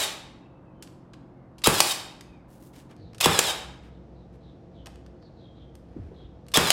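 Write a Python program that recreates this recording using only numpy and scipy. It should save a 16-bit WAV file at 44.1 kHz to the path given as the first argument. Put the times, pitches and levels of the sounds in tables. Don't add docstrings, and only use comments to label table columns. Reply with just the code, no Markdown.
import sys
import numpy as np
from scipy import signal
from scipy.fft import rfft, irfft, next_fast_len
from scipy.io import wavfile

SR = 44100
rng = np.random.default_rng(int(sys.argv[2]) if len(sys.argv) > 2 else 0)


def log_audio(samples):
    frames = np.atleast_2d(samples).T
    limited = np.clip(frames, -1, 1)
    pcm = np.round(limited * 32767).astype(np.int16)
    wavfile.write(sys.argv[1], SR, pcm)


N = 296339
LEAD = SR // 2
TIME = np.arange(-LEAD, N) / SR

# firing time in seconds, base levels in dB of spin-up, driver, thump, boom
# and crack, the crack's ring in Hz, base levels in dB of gear rattle and whine, brightness from 0 to 1.
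SHOTS = [(-.209, -24.5, -9, -16.5, -23, -2, 3770, -31.5, -32.5, 0.71),
         (1.6670, -24, -8.5, -14, -23, -4, 4550, -30, -32.5, .85),
         (3.2540, -23, -10, -18, -20.5, -6.5, 3180, -31.5, -30, .42),
         (6.5675, -21.5, -10, -16.5, -22, -5, 3150, -30, -31.5, .5)]
BRIGHTNESS_TILT_DB = 1.5
# start in seconds, level in dB, ring in Hz, share of ring.
GEAR_CLACKS = [(1.6385, -17.5, 3780, 0.8), (1.658, -18.5, 1256, .7), (3.2017, -25, 3510, 0.38),
               (3.2075, -16.5, 2540, .25), (3.225, -25, 3700, 2.5), (3.241, -15, 3430, 1.4),
               (6.5388, -16.5, 3540, 1.1), (6.559, -17.5, 3280, 1.9)]
# end in seconds after firing, time under load in seconds,
# mesh rate at full load in Hz, level boost in dB.
PISTON_PULLS = [(0.1352, .1, 1643, 1), (.256, .089, 1537, 1.5)]
SPIN_FROM_HZ, FIRING_HZ, FREE_HZ = 1000, 1401.4, 2002
# multiple of the mesh rate, relative level in dB.
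GEAR_TONES = [(1, -6.5), (2, -4.5), (2.4, -3.5), (3, -7.5), (4, -8), (4.5, -16), (5, -8.5), (6.001, -9),
              (7, -15)]
# centre in Hz, width in Hz, added gain.
GEARBOX_RESONANCES = [(3660, 550, 2.1), (5150, 350, 1.5), (7600, 770, .7)]
# frequency in Hz, relative level in dB.
HOUSING_SPECTRUM = [(100, -36.5), (350, -10.5), (800, 0), (1300, -7), (2000, -6.5), (3200, -2.5),
                    (4200, -6.5), (5200, -4), (6100, -11), (7600, -7), (10000, -12), (13000, -15.5),
                    (16000, -21)]
DRIVER_SPECTRUM = [(100, -20), (400, -1.5), (900, 9), (1600, -6), (3000, 0.5), (4000, -7), (5200, -7.5),
                   (6200, -11), (7500, -3.5), (9000, -10), (10400, -6), (12000, -12.5), (16000, -18)]
CATCH_SPECTRUM = [(100, -24), (300, -9.5), (750, 4), (1400, -8), (2700, -1), (3900, -6), (4600, -1),
                  (6000, -6.5), (7300, -2), (9000, -9), (11000, -9.5), (13000, -17), (16000, -19.5)]
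BOARD_SPECTRUM = [(25, -27.5), (55, -10.5), (95, 2.5), (260, -6.5), (420, 1.5), (600, -3), (800, -3),
                  (1300, 0.5), (1800, -7), (2800, -8), (5000, -25), (12000, -46)]
TIP_SPECTRUM = [(710, -33), (1200, -6), (2320, -7.5), (2790, -2), (3910, -5.5), (4360, -1), (6800, -5),
                (8530, -3.5), (9310, -6), (14000, -13.5), (16000, -32)]
SKIN_SPECTRUM = [(300, -15), (1800, 0), (3500, -1), (6000, -4), (9000, -5.5), (12000, -7.5), (16000, -13.5)]
# pitch in Hz, relative level in dB, seconds to fall 60 dB.
BOARD_MODES = [(167.9, 4, .35), (213, -5.5, .3), (384.5, -4, 0.51), (419, -7, 0.46), (584, -2.5, .3),
               (785.4, -2, 0.9), (1000, -7.5, 0.43), (1136, -2.5, 0.42), (1258, -2.5, .35)]
# start in seconds, level in dB, decay in seconds, tilt in dB an octave.
TOOL_CLICKS = [(0.8244, -40.5, 0.0081, -1), (.874, -49, .003, -6), (1.1343, -46, .007, -9),
               (1.5824, -49.5, 0.01, -2), (1.618, -45.5, .006, -5.5), (2.209, -40, 0.0036, -2.5),
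               (2.965, -55, .0014, -2.5), (3.133, -50, 0.0025, -7), (3.1465, -47, 0.0061, -4),
               (3.182, -41.5, .003, -2.5), (4.859, -42.5, 0.0056, -4), (4.869, -37.5, 0.0023, -5.5),
               (4.957, -50.5, 0.0022, -5.5), (5.063, -50.5, 0.0031, -7), (5.226, -52.5, 0.0023, -13.5),
               (5.753, -48, 0.0019, 0), (6.466, -51, .0018, -7), (6.484, -45, 0.0032, -1.5),
               (6.5174, -45, 0.0047, -2.5)]
# start in seconds, level in dB, pitch in Hz, decay in seconds.
BRIEF_HUM_AND_BUMPS = [(2.97, -45, 107.5, 0.14), (4.86, -45.5, 747, 0.013), (5.954, -36, 275.3, 0.027),
                       (5.99, -34.5, 72.1, 0.041), (6.111, -47, 69, 0.035), (6.106, -44.5, 398, 0.021),
                       (6.241, -43.5, 60.9, 0.055)]
# start and length in seconds, level in dB, tilt in dB an octave.
HAND_STROKES = [(2.478, .14, -65, 3.5), (2.593, 0.12, -61.5, 4.5), (2.727, 0.11, -56.5, -1),
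                (2.892, 0.049, -57, -5.5), (3.819, 0.086, -59.5, -7), (4.321, .06, -70.5, -4.5),
                (5.822, 0.49, -67.5, -7.5)]
# start and length in seconds, pitch in Hz, share of pitch lost, level in dB.
BIRD_WHISTLES = [(.36, 0.27, 2650, 0.017, -73.5), (0.646, 0.093, 2660, 0.11, -74),
                 (0.737, .14, 3080, .03, -76), (1.332, 0.17, 2154, 0.066, -75),
                 (2.224, .24, 2634, 0.29, -70), (4.762, .1, 3050, .04, -71),
                 (5.389, .16, 3300, 0.042, -69.5), (5.56, .17, 3220, 0.042, -71.5),
                 (6.146, 0.15, 3350, 0.065, -66)]
# start and length in seconds, opening pitch in Hz, level in dB.
BIRD_CHIRPS = [(2.942, .2, 4550, -69.5), (3.92, .08, 4060, -74.5), (4.119, .16, 4390, -76),
               (4.387, .16, 4170, -69), (4.717, 0.14, 3850, -68.5), (5.201, 0.11, 4740, -67.5),
               (5.348, 0.16, 4290, -67), (5.531, .15, 3860, -67.5), (6.122, .18, 4040, -67)]
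# frequency in Hz, seconds to fall 60 dB.
ROOM_DECAY = [(100, .4), (400, .73), (1500, .77), (3500, .62), (6000, .52), (10000, .41), (16000, .32)]
# frequency in Hz, relative level in dB.
SIDE_AIR = [(12, -48.5), (20, -24), (53, -3.5), (88, -6.5), (120, -1), (150, -4), (172, -8), (310, -3.5),
            (388, -12), (422, -12), (949, -16), (1760, -30.5), (2460, -39), (2820, -40), (16000, -68)]
FRONT_AIR = [(12, -41), (20, -30), (53, -4.5), (113, -2), (182, -4), (198, -9.5), (357, -8), (388, -16.5),
             (472, -8), (590, -17), (660, -13), (1000, -25), (2200, -37.5), (5530, -45.5), (16000, -74)]
MIC_MOVE_S = 2.965
# pitch in Hz, level in dB.
HUM_TONES = [(133, -59), (177.5, -58.5), (221, -63), (266, -67.5), (312, -64), (355, -63.5), (533, -68.5)]
# time in seconds, level in dB.
DRONE_LEVELS = [(3.5, -60), (3.69, -45.5), (3.8, -54), (4.21, -47.5), (4.52, -54), (4.56, -71.5),
                (4.83, -50.5), (5.1, -48.5), (5.22, -62.5), (5.9, -53)]


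def nail_gun():
    gears, blows = np.zeros((2, len(TIME))), np.zeros(len(TIME))
    for s, spin_db, driver_db, thump_db, boom_db, crack_db, crack_hz, rattle_db, whine_db, bright in SHOTS:
        tilt_db = BRIGHTNESS_TILT_DB * (bright - .5)
        add(gears, s - .029, spin_up(spin_db, bright, length_s=.029))
        driver = blow(DRIVER_SPECTRUM, driver_db, rise_s=.0056, decay_s=.0026, tilt_db=1.3 + tilt_db)
        add(blows, s, driver)
        add(blows, s + .002, boards(thump_db, boom_db))
        add(gears, s, wind_back(rattle_db, whine_db, bright))
        catch = blow(CATCH_SPECTRUM, crack_db, rise_s=.0021, decay_s=.0027, tilt_db=.48 + tilt_db,
                     ring_hz=crack_hz, ring_share=.37)
        add(blows, s + .135, catch)
    for s, db, ring_hz, ring_share in GEAR_CLACKS:
        clack = blow(HOUSING_SPECTRUM, db, rise_s=.0032, decay_s=.0075, tilt_db=1.6,
                     ring_hz=ring_hz, ring_share=ring_share)
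        add(blows, s, clack)
    return gears, blows


def blow(spectrum, db, rise_s, decay_s, tilt_db, ring_hz=3000, ring_share=0, size=4096):
    t = np.arange(size) / SR
    shape = strike(t, rise_s, decay_s)
    cluster = rfft(shape * rng.standard_normal(size))
    cluster /= (abs(cluster) + 1e-9) ** .22
    body = colour(irfft(cluster), spectrum, tilt_db) * signal.windows.hann(2 * size)[size:]
    ring = unit(shape * np.sin(2 * np.pi * ring_hz * t))
    return amp(db) * unit(unit(body) + ring_share * ring) * np.sqrt(np.mean(shape ** 2))


def boards(thump_db, boom_db, high_hz=1000, low_hz=130, heave_hz=110, size=32768):
    t = np.arange(size) / SR
    hz = low_hz + (high_hz - low_hz) * np.exp(-t / .0055)
    thump = np.sin(2 * np.pi * np.cumsum(hz) / SR) * np.sqrt(2 * strike(t, .0061, .005))
    swing = 2 * np.pi * heave_hz * (t - .012)
    heave = amp(-6) * 2 * swing * np.exp(-swing ** 2 / 2)
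    boom = colour(rng.standard_normal(size), BOARD_SPECTRUM) * strike(t, rise_s=.005, decay_s=.066)
    modes = sum(amp(db - 60 * t / t60) * np.sin(2 * np.pi * (f * t + rng.random()))
                for f, db, t60 in BOARD_MODES)
    ring = amp(-10) * modes * np.minimum(t / .005, 1)
    return amp(thump_db) * (thump + heave) + amp(boom_db) * (boom + ring)


def spin_up(db, brightness, length_s, swell_db=8.5):
    progress = np.linspace(0, 1, round(length_s * SR))
    mesh_hz = SPIN_FROM_HZ + (FIRING_HZ - SPIN_FROM_HZ) * progress
    rattle_db = db + swell_db * (progress - 1)
    return gear_train(mesh_hz, rattle_db, rattle_db + 2.5, brightness)


def wind_back(rattle_db, whine_db, brightness, load_rattle_db=5.5, load_whine_db=8, brake_s=.005):
    stop_s = PISTON_PULLS[-1][0]
    t = np.arange(0, stop_s + 10 * brake_s, 1 / SR)
    mesh_hz, load, boost_db = piston_pulls(t)
    rattle_db = rattle_db + boost_db + load_rattle_db * (load - 1)
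    whine_db = whine_db + boost_db + load_whine_db * (load - 1)
    brake = np.exp(-np.maximum(t - stop_s, 0) / brake_s)
    return gear_train(mesh_hz, rattle_db, whine_db, brightness) * brake


def piston_pulls(t, run_up_hz_per_s=16000, sag_power=1.7):
    mesh_hz, load, boost_db = np.zeros((3, len(t)))
    start, start_hz = 0, FIRING_HZ
    for end, loaded_s, loaded_hz, pull_db in PISTON_PULLS:
        now = t >= start
        load[now] = 1 - np.clip((end - t[now]) / loaded_s, 0, 1) ** sag_power
        sagging_hz = FREE_HZ + (loaded_hz - FREE_HZ) * load[now]
        racing_hz = start_hz + run_up_hz_per_s * (t[now] - start)
        mesh_hz[now] = np.minimum(sagging_hz, racing_hz)
        boost_db[now] = pull_db
        start, start_hz = end, loaded_hz
    return mesh_hz, load, boost_db


def gear_train(mesh_hz, rattle_db, whine_db, brightness, grain_db=3, chatter_db=.66, wobble=.004):
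    size = len(mesh_hz)
    cycles = np.cumsum(mesh_hz * (1 + wobble * band(0, 150, size))) / SR
    tooth_force = amp(grain_db * band(0, 900, size) + chatter_db * band(90, 120, size))
    teeth = rng.standard_normal(size) * tooth_force * (1 + .5 * np.cos(2 * np.pi * cycles))
    dull, sharp = colour(teeth, HOUSING_SPECTRUM, -3), colour(teeth, HOUSING_SPECTRUM, 3)
    rattle = unit((1 - brightness) * dull + brightness * sharp)
    whine = np.zeros(size)
    for multiple, db in GEAR_TONES:
        hz = multiple * mesh_hz
        swell = 1 + sum(gain / (1 + (2 * (hz - f) / width) ** 2) for f, width, gain in GEARBOX_RESONANCES)
        dulling_db = BRIGHTNESS_TILT_DB * (brightness - 1) * np.log2(multiple)
        tone = np.sin(2 * np.pi * (multiple * cycles + rng.random()))
        fuzz = .3 * band(hz, 130, size)
        whine += amp(db + dulling_db) * swell * (tone + fuzz)
    return np.array([amp(rattle_db) * rattle, amp(whine_db) * unit(whine)])


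def clicks_and_low_sounds(size=16384):
    out, t = np.zeros(len(TIME)), np.arange(size) / SR
    for s, db, decay_s, tilt_db in TOOL_CLICKS:
        add(out, s, blow(TIP_SPECTRUM, db, .00026, decay_s, tilt_db))
    for s, db, hz, decay_s in BRIEF_HUM_AND_BUMPS:
        add(out, s, amp(db) * band(hz, .56 * hz, size) * strike(t, .012, decay_s))
    return out


def hand(grain_db=2.8):
    out = np.zeros(len(TIME))
    for s, length, db, tilt_db in HAND_STROKES:
        size = round(length * SR)
        slips = rng.standard_normal(size) * amp(grain_db * band(0, 400, size))
        stroke = np.sin(np.pi * np.linspace(0, 1, size) ** .8)
        add(out, s, amp(db) * stroke * colour(slips, SKIN_SPECTRUM, tilt_db))
    return out


def birds(chirp_fall=.2):
    out = np.zeros(len(TIME))
    for s, length, hz, fall, db in BIRD_WHISTLES:
        progress = np.linspace(0, 1, round(length * SR))
        add(out, s, bird_note(hz * (1 - fall * progress ** 2), db, width_hz=75))
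    for s, length, hz, db in BIRD_CHIRPS:
        progress = np.linspace(0, 1, round(length * SR))
        add(out, s, bird_note(hz * (1 - chirp_fall * progress), db, width_hz=790))
    return out


def bird_note(hz, db, width_hz, flutter_db=2):
    size = len(hz)
    note = band(hz, width_hz, size) * amp(flutter_db * band(60, 80, size))
    return amp(db) * unit(note) * signal.windows.tukey(size, .7)


def reflections(x, shift_lead_s=.4):
    place = np.searchsorted([shot[0] - shift_lead_s for shot in SHOTS[1:]], TIME)
    return sum(tiled_room(x * (place == k)) for k in range(len(SHOTS)))


def tiled_room(x, gap_s=.0031, build_s=.0037, early_decay_s=.0051):
    hz, t, bands = signal.stft(rng.standard_normal(SR), SR, nperseg=256)
    decay = amp(-60 * t / read(ROOM_DECAY, hz)[:, None])
    tail = signal.istft(bands * decay, SR, nperseg=256)[1]
    age = np.arange(len(tail)) / SR
    early_boost = 1 + .52 * np.exp(-age / early_decay_s)
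    tail *= np.clip((age - gap_s) / build_s, 0, 1) * early_boost
    return signal.fftconvolve(x, tail / np.linalg.norm(tail))[:len(x)]


def room_air(side_db=-51.5, front_db=-50.3):
    side = amp(side_db) * colour(rng.standard_normal(len(TIME)), SIDE_AIR)
    front = amp(front_db) * colour(rng.standard_normal(len(TIME)), FRONT_AIR)
    return np.where(TIME < MIC_MOVE_S, side, front)


def machine_hum(waver=.18):
    return sum(amp(db) * (np.sqrt(2) * np.sin(2 * np.pi * hz * TIME) + waver * band(hz, 15, len(TIME)))
               for hz, db in HUM_TONES)


def drone(hz=62, side_db=-67):
    level_db = np.where(TIME < MIC_MOVE_S, side_db, np.interp(TIME, *np.transpose(DRONE_LEVELS)))
    return amp(level_db) * unit(np.sin(2 * np.pi * hz * TIME) + .21 * band(hz, 9.6, len(TIME)))


def amp(db):
    return 10 ** (np.asarray(db) / 20)


def unit(x):
    return x / np.sqrt(np.mean(x ** 2) + 1e-20)


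def read(points, hz):
    f, value = np.transpose(points)
    return np.interp(np.log(hz + 1), np.log(f), value)


def add(mix, s, sound):
    part = mix[..., LEAD + round(s * SR):][..., :sound.shape[-1]]
    part += sound[..., :part.shape[-1]]


def colour(x, spectrum, tilt_db=0):
    size = next_fast_len(len(x))
    hz = np.fft.rfftfreq(size, 1 / SR)
    gain = amp(read(spectrum, hz) + tilt_db * np.log2((hz + 200) / 3500))
    return unit(irfft(rfft(x, size) * gain, size)[:len(x)])


def band(hz, width_hz, size):
    pole = np.exp(-np.pi * width_hz / SR)
    noise = rng.standard_normal(size) + 1j * rng.standard_normal(size)
    slow = signal.lfilter([(1 - pole) ** 2], [1, -2 * pole, pole * pole], noise)
    carrier = np.exp(2j * np.pi * np.cumsum(hz * np.ones(size)) / SR)
    return unit((slow * carrier).real)


def strike(t, rise_s, decay_s):
    return np.minimum(t / rise_s, 1) ** 2 * np.exp(-np.maximum(t - rise_s, 0) / decay_s)


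def scene():
    (rattle, whine), blows = nail_gun()
    small = clicks_and_low_sounds() + hand()
    outside = birds()
    direct = rattle + whine + blows + small + outside
    into_room = amp(-4) * rattle + amp(-7.5) * whine + amp(-7) * blows + amp(-8.5) * small + .5 * outside
    return (direct + reflections(into_room) + room_air() + machine_hum() + drone())[None, LEAD:]


def record(dry, edge_hz=16000):
    clipped = np.clip(dry, -1, 1)
    lowpass = signal.firwin(401, edge_hz, window=("kaiser", 8), fs=SR)
    return signal.oaconvolve(clipped, lowpass[None], "same")


dry = scene()
out = record(dry)
log_audio(out)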